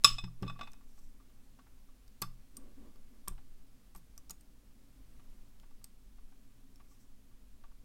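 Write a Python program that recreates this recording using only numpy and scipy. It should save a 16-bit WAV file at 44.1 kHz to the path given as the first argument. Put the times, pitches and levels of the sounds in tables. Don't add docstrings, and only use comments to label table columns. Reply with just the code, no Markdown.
import sys
import numpy as np
from scipy import signal
from scipy.fft import rfft, irfft
from scipy.io import wavfile
from scipy.ndimage import uniform_filter1d

SR = 44100
rng = np.random.default_rng(int(sys.argv[2]) if len(sys.argv) > 2 else 0)


def unload_audio(sound):
    columns = np.transpose(np.atleast_2d(sound))
    steps = np.round(np.clip(columns, -1, 1) * 32767)
    wavfile.write(sys.argv[1], SR, steps.astype(np.int16))


def makeup_ratio(level_db):
    decades = np.asarray(level_db, float) / 20
    return 10 ** decades


N = 345744

# pitch_hz, density_db_per_hz
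AIR_SPECTRUM = [(16, -32), (28, -1.5), (59, -13.5), (71, -24.5), (108, -16), (144, -27), (220, -15),
                (279, -16.5), (302, -29.5), (354, -27), (869, -35), (1160, -33.5), (1510, -36),
                (10700, -39.5), (15500, -41)]
AIR_DB = -65.5
# pitch_hz, width_hz, level_db
HUM = [(43.7, 3.6, -64), (114.04, 22, -75), (208, 3.5, -80.5), (265, 23, -75)]
# start_s, hold_s, level_db
LEANS = [
    (0.0, .5, -42),
    (.74, 0.024, -44.5),
    (1.05, .06, -53.5),
    (2.3, 0.033, -47),
    (2.64, 0.32, -52.5),
    (3.3, 0.16, -44),
    (5.3, .6, -54),
    (6.15, .22, -52),
    (7.56, 0.15, -50.5),
]
LEAN_RISE_DB_S, LEAN_FALL_DB_S, STILL_DB = 121, 98, -55

# start_s, level_db, pitch_hz, ring_t60_s,
# rattle_ms
TICKS = [(0.0383, -34, 5100, 0.0038, 0.51), (0.424, -50, 5420, 0.008, 2.2), (0.7172, -55, 6030, 0.012, 3.1),
         (0.733, -53, 5232, 0.0064, 1.3), (2.079, -56, 4980, 0.016, 1.7), (2.2172, -29, 11560, 0.02, 4.7),
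         (2.222, -28, 4500, 0.012, 1.9), (2.2287, -50, 5260, .13, 2), (2.568, -37.5, 8880, 0.05, 2.7),
         (2.9587, -61, 5100, 0.01, 1.1), (3.276, -54, 11070, .01, 1.3), (3.2815, -29.5, 11720, 0.005, 0.84),
         (3.2825, -30, 8460, 0.012, .9), (3.949, -50.5, 8416, 0.02, 1.8), (3.959, -48, 11400, 0.032, 5.4),
         (3.971, -56, 12300, 0.019, 9.8), (4.1777, -43, 5970, 0.027, 1.75), (4.188, -60, 8090, 0.013, 1.4),
         (4.2954, -42, 5720, 0.015, 3.4), (4.306, -35.5, 6750, 0.027, 3.3), (4.4088, -56, 8500, 0.03, 2.4),
         (5.5993, -57.5, 4000, 0.0031, 1.1), (5.842, -37, 8460, 0.015, 2.0), (6.758, -57, 5500, .015, 1.9)]
# share_of_pitch, level_db
PIN_MODES = [(1, 8.5), (1.3, -7.5), (0.78, -4), (1.5, -11.5)]
# pitch_hz, density_db_per_hz
RATTLE_SPECTRUM = [(400, -34), (1200, -22), (3300, -17), (4600, -5), (6500, -3), (8600, -1), (10200, -5),
                   (12000, 0), (14500, -2), (16000, -10)]
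RATTLE_FALL_DB_OCT = 5.5
RING_DB, RING_DB_PER_DECADE = 0.5, -10.5

# pitch_hz, level_db (within the family), t60_s
TRAY_MODES = [(1110, -5, .04), (1153, 0, .05), (1370, -16, .03), (1500, -20, .04), (2500, -4, .04),
              (2556, 0, .05), (2660, -1, .025), (2800, -5, .025), (3050, -13, .03), (3541, 0, .035),
              (3590, -1, .03), (3680, -1, .02), (3781, -10, .035), (3934, -11, .045), (4483, -24, .03),
              (5030, -15, .025), (5170, 0, .035), (5420, -17, .03), (5700, -18, .03), (6862, -20, .045),
              (7332, -28, .03), (7724, -20, .05), (7823, -14, .065), (8166, -24, .03), (9130, -28, .02),
              (10060, -18, .04), (10960, -21, .04), (11900, -25, .025), (12830, -27, .015),
              (14300, -21, .015)]
TRAY_SPLIT_HZ = (1900, 3300, 4200)
# start_s, bending_db, second_db, upper_db, knock_db
CLANK = [
    (.0447, -15, -17, -3.5, -32.5),
]
# start_s, bending_db, second_db, upper_db, knock_db
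TAPS = [(0.1835, -46, -39, -36, -48.5), (0.2392, -65, -56, -46.5, -52.5), (0.428, -44.5, -60, -57, -46),
        (0.4658, -57, -58, -67, -62), (0.4784, -42, -46.5, -48, -65), (0.4968, -45, -48.5, -55, -47.5),
        (0.5908, -57, -65, -66, -52), (0.61, -41.5, -47, -54, -46), (0.6305, -51, -53.5, -55, -56),
        (0.6726, -58.5, -54, -78, -53), (0.7347, -74, -72, -80, -63.5), (2.2213, -37.5, -52, -40, -46.5),
        (3.2762, -47, -59, -54, -47), (4.3075, -70, -67, -83, -66), (5.842, -78, -76, -61, -71)]
# start_s, bending_db, knock_db
NUDGES = [(0.2743, -56.5, -74.5), (0.5548, -52, -68), (0.8066, -68, -70), (0.976, -68.5, -69),
          (1.1995, -62, -72), (1.2948, -68.5, -78), (1.5878, -57.5, -63.5), (1.665, -65.5, -68),
          (1.8866, -68.5, -77), (2.2177, -43, -47.5), (2.2314, -42, -55.5), (2.5707, -59.5, -80),
          (2.615, -66.5, -88), (2.9567, -67.5, -72), (3.3179, -68, -67), (3.3778, -75, -65.5),
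          (3.9488, -56, -58.5), (4.1749, -67, -75), (4.2986, -57, -61), (5.1937, -65.5, -71),
          (5.6311, -64.5, -65.5), (5.7084, -71, -70), (5.8143, -68.5, -75), (6.1819, -71.5, -69.5),
          (6.3194, -77, -69.5), (6.7974, -61, -66), (6.9113, -67, -75), (7.309, -72, -82),
          (7.6363, -59, -64.5), (7.7125, -67.5, -74)]
# pitch_hz, density_db_per_hz
KNOCK_SPECTRUM = [(250, -30.5), (520, -17), (770, 3), (1000, -3.5), (1400, -4), (1800, -9), (2700, -12),
                  (5000, -21.5), (12000, -38)]
# pitch_hz, density_db_per_hz
WASH_SPECTRUM = [(300, -5.5), (1500, -4.5), (2800, -2), (4400, -2.5), (6300, -3), (9000, -12), (14000, -16),
                 (16000, -26)]
THIRD_SHARE, THIRD_DB = 0.24, 2
LIGHT_CONTRAST, LIGHT_DB_PER_DECADE = 1.5, 30
LIGHT_DULL_DB_OCT = 8

# pitch_hz, density_db_per_hz
SHIMMER_SPECTRUM = [(1500, -25), (2300, -7.5), (2800, 1.5), (3500, -1.5), (4500, -8.5), (8000, -11),
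                    (14000, -25.5)]
# pitch_hz, density_db_per_hz
SLAP_SPECTRUM = [(200, -12), (350, 1.5), (500, -0.5), (800, -3), (1500, -21.5)]
SHIMMER_DB, SHIMMER_MS, SLAP_DB, SLAP_MS = -30, 38, -24.5, 2.2

# pitch_hz, level_db, t60_s
DESK_MODES = [(22, 0, 0.2), (45, -7, 0.19), (118.55, -1.5, 0.49), (160.3, -1.5, 0.29), (201, -5.5, 0.018),
              (295, -5, 0.101), (321, -4.5, 0.093), (422, -11.5, 0.062)]
DESK_SPLIT_HZ = (150, 60)
DESK_SAG = .25
# start_s, thud_db, boom_db, sway_db, contact_ms
BUMPS = [(0.045, -40, -41, -55.5, 5.9), (0.109, -48.5, -40.5, -32.5, 3.1), (0.237, -35.5, -41.5, -57, 4.2),
         (0.423, -29.5, -37, -48, 2.86), (0.46, -41.5, -61, -36, 3.3), (0.594, -54, -67, -49, 0.95),
         (2.218, -38, -46, -53, 1.6), (3.278, -43.5, -56, -41, 1.27), (3.31, -51, -58, -36, 1.5),
         (3.952, -52, -67, -46, 2.9), (4.303, -53, -78, -63.5, 1.2), (7.835, -54.5, -60, -60, 2.2)]

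# pitch_hz, width_hz, level_db
WOOD = [(222, 16, 0), (268, 16, 0), (370, 40, -8), (490, 40, -12), (580, 15, -13), (1000, 300, -18),
        (1150, 40, -18)]
# start_s, hold_s, level_db
HAND = [
    (.43, 0.0045, -46.5),
    (.612, 0.0087, -59.5),
    (2.56, .15, -62),
    (2.78, .12, -63),
    (2.95, .28, -72),
]
# start_s, hold_s, level_db
DRAGS = [
    (.465, .05, -65),
    (.6, .11, -69),
]
# start_s, hold_s, level_db
ROLLS = [
    (.88, .08, -78),
    (.975, .02, -74),
    (1.03, 0.055, -78),
    (6.89, .065, -76),
    (7.01, .02, -72.5),
]
HAND_RISE_DB_S, HAND_FALL_DB_S = 900, 213
DRAG_RISE_DB_S, DRAG_FALL_DB_S = 250, 200
ROLL_RISE_DB_S, ROLL_FALL_DB_S = 500, 600

ROOM_T60_S, ROOM_TOP_T60_S = .25, .17
ROOM_LOW_HZ = 710
TRAY_WET_DB, PIN_WET_DB = -12.5, -17
LIMIT = .76


def level(x, db):
    return x * makeup_ratio(db) / np.sqrt(np.mean(x ** 2))


def peak(x, db):
    return x * makeup_ratio(db) / np.max(np.abs(x))


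def add(out, start_s, sound):
    i = int(start_s * SR)
    out[i:i + len(sound)] += sound[:N - i]


def coloured(spectrum, size):
    hz, db = np.transpose(spectrum)
    f = np.arange(size // 2 + 1) * SR / size + 1
    gain = makeup_ratio(np.interp(np.log(f), np.log(hz), db))
    return irfft(rfft(rng.standard_normal(size)) * gain, size)


def resonant(hz, width_hz):
    return signal.lfilter(*signal.iirpeak(hz, hz / width_hz, fs=SR), rng.standard_normal(N))


def walk(rate_hz):
    k = int(SR / rate_hz)
    steps = np.repeat(rng.standard_normal(N // k + 1), k)
    smooth = uniform_filter1d(uniform_filter1d(steps, k), k)
    return level(smooth[:N], 0)


def strokes(rows, rise_db_s, fall_db_s):
    start, hold, db = np.transpose(rows)[:, :, None]
    t = np.arange(N) / SR
    rise = rise_db_s * np.maximum(start - t, 0)
    fall = fall_db_s * np.maximum(t - start - hold, 0)
    return makeup_ratio(db - rise - fall).sum(axis=0)


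def swell(ms, size):
    u = np.arange(1, size + 1) / (SR * max(ms, .02) / 1000)
    return (1 - np.exp(-3 * u)) * np.exp(-u)


def contact(ms, size=2048):
    return rng.standard_normal(size) * swell(ms, size)


def burst(spectrum, ms, db, size=2048):
    return peak(coloured(spectrum, size) * swell(ms, size), db)


def ring(modes, size, sag=0.):
    hz, db, t60 = np.transpose(modes)[:, :, None]
    t = np.arange(size) / SR
    bent = t + sag * .03 * (1 - np.exp(-t / .03))
    return makeup_ratio(db) * np.sin(2 * np.pi * hz * bent) * np.exp(-np.log(1000) * t / np.maximum(t60, .003))


def air():
    hum = sum(level(resonant(hz, width), db) * makeup_ratio(2.4 * walk(3)) for hz, width, db in HUM)
    rumble = coloured([(1, -10), (4, -1), (16, 0.0), (30, -16.5), (60, -38), (200, -83.5)], size=N)
    rocking = makeup_ratio(STILL_DB) + strokes(LEANS, LEAN_RISE_DB_S, LEAN_FALL_DB_S)
    hiss = level(coloured(AIR_SPECTRUM, size=N), AIR_DB) * makeup_ratio(0.45 * walk(2.4))
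    return hiss + hum + level(rumble, 0) * rocking


def pins():
    out = np.zeros(N)
    for start, db, hz, t60, ms in TICKS:
        rattle = [(f, d - RATTLE_FALL_DB_OCT * max(np.log2(f / hz), 0)) for f, d in RATTLE_SPECTRUM]
        add(out, start, burst(rattle, ms, db))
        modes = [(min(hz * r, .45 * SR), d, t60 if r == 1 else .008) for r, d in PIN_MODES]
        ringing = signal.fftconvolve(contact(ms / 2), ring(modes, size=6000).sum(axis=0))
        ring_db = RING_DB + RING_DB_PER_DECADE * np.log10(max(t60, .003) * 100)
        add(out, start, peak(ringing, db + ring_db))
    return out


def light(modes):
    hz, db, t60 = np.transpose(modes)
    low = LIGHT_CONTRAST * db + LIGHT_DB_PER_DECADE * np.log10(t60)
    high = db - LIGHT_DULL_DB_OCT * np.log2(hz / TRAY_SPLIT_HZ[-1])
    return np.transpose([hz, np.where(hz < TRAY_SPLIT_HZ[-1], low, high), t60])


def strike(out, start, body, ms, t60_scale, family_db, knock_db):
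    modes = np.array(body) * [1, 1, t60_scale]
    family = np.digitize(modes[:, 0], TRAY_SPLIT_HZ)
    spot_db = 1.5 * rng.standard_normal((len(modes), 1))
    rings = ring(modes + spot_db * [0, 1, 0], size=8192)
    sense = (-1) ** np.arange(len(modes))[:, None]
    rings *= sense * (1 - np.exp(-np.arange(8192) / (SR * .00025)))
    force = contact(ms)
    for k, db in enumerate(family_db):
        add(out, start, peak(signal.fftconvolve(force, rings[family == k].sum(axis=0)), db))
    add(out, start, burst(KNOCK_SPECTRUM, 5.3 + ms, knock_db + 8.5))
    if len(family_db) > 1:
        add(out, start, burst(WASH_SPECTRUM, 6.9, max(family_db[1:]) - 12))


def tray():
    out = np.zeros(N)
    for rows, body, t60_scale in ((CLANK, TRAY_MODES, 1.05), (TAPS, light(TRAY_MODES), 1.7)):
        for start, bend_db, second_db, upper_db, knock_db in rows:
            third_db = second_db + THIRD_SHARE * (upper_db - second_db) + THIRD_DB
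            family_db = [bend_db, second_db, third_db, upper_db]
            strike(out, start, body, ms=.03, t60_scale=t60_scale, family_db=family_db, knock_db=knock_db)
    for start, bend_db, knock_db in NUDGES:
        strike(out, start, TRAY_MODES, ms=3., t60_scale=1.1, family_db=[bend_db], knock_db=knock_db)
    return out


def clank_body():
    out = np.zeros(N)
    start = CLANK[0][0]
    add(out, start, burst(SHIMMER_SPECTRUM, SHIMMER_MS, SHIMMER_DB, size=16384))
    add(out, start, burst(SLAP_SPECTRUM, SLAP_MS, SLAP_DB))
    return out


def desk():
    out = np.zeros(N)
    family = np.digitize(np.array(DESK_MODES)[:, 0], DESK_SPLIT_HZ)
    sharp = -ring(DESK_MODES, size=24000, sag=DESK_SAG)
    steady = -ring(DESK_MODES, size=24000)
    rings = np.where(family[:, None] == 0, sharp, steady)
    for start, *family_db, ms in BUMPS:
        push = np.hanning(int(SR * ms / 1000) + 3)
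        for k, db in enumerate(family_db):
            add(out, start, peak(signal.fftconvolve(push, rings[family == k].sum(axis=0)), db))
    return out


def slides():
    wood = sum(makeup_ratio(db) * level(resonant(hz, width), 0) for hz, width, db in WOOD)
    wood = level(wood, 0) * makeup_ratio(2.5 * walk(25))
    grit = rng.standard_normal(N) * makeup_ratio(2.0 * walk(58.7))
    plate = ring(light(TRAY_MODES) * [1, 1, 2], size=8192)[:14].sum(axis=0)
    metal = level(signal.fftconvolve(grit, plate)[:N], 0)
    groove = resonant(5740.0, 900.) + .8 * resonant(7900.0, 900.) + 0.43 * resonant(13500., 2000.)
    groove = level(groove, 0) * makeup_ratio(2.4 * walk(100))
    hand = wood * strokes(HAND, HAND_RISE_DB_S, HAND_FALL_DB_S)
    drag = metal * strokes(DRAGS, DRAG_RISE_DB_S, DRAG_FALL_DB_S)
    return hand + drag + groove * strokes(ROLLS, ROLL_RISE_DB_S, ROLL_FALL_DB_S)


def room(x):
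    t = np.arange(16000) / SR
    noise = rng.standard_normal(len(t))
    low = signal.lfilter(*signal.butter(1, 4500, fs=SR), noise)
    top = noise - low
    tail = low * np.exp(-np.log(1000) * t / ROOM_T60_S) + top * np.exp(-np.log(1000) * t / ROOM_TOP_T60_S)
    tail = signal.lfilter(*signal.butter(1, ROOM_LOW_HZ, "high", fs=SR), tail)
    tail *= np.minimum(t / 0.002, 1)
    return signal.fftconvolve(x, tail / np.sqrt(np.sum(tail ** 2)))[:N]


def scene():
    taps, ticks = tray(), pins()
    wet = room(taps * makeup_ratio(TRAY_WET_DB) + ticks * makeup_ratio(PIN_WET_DB))
    return (taps + ticks + wet + desk() + slides() + air() + clank_body())[None]


def roll_off(x):
    return signal.sosfilt(signal.butter(12, 16820, fs=SR, output="sos"), x)


def record(dry):
    rounded = LIMIT * np.tanh(dry / LIMIT)
    low_pass = signal.ellip(8, .2, 60, 15900, fs=SR, output="sos")
    return roll_off(signal.sosfilt(low_pass, rounded))


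dry = scene()
out = record(dry)
unload_audio(out)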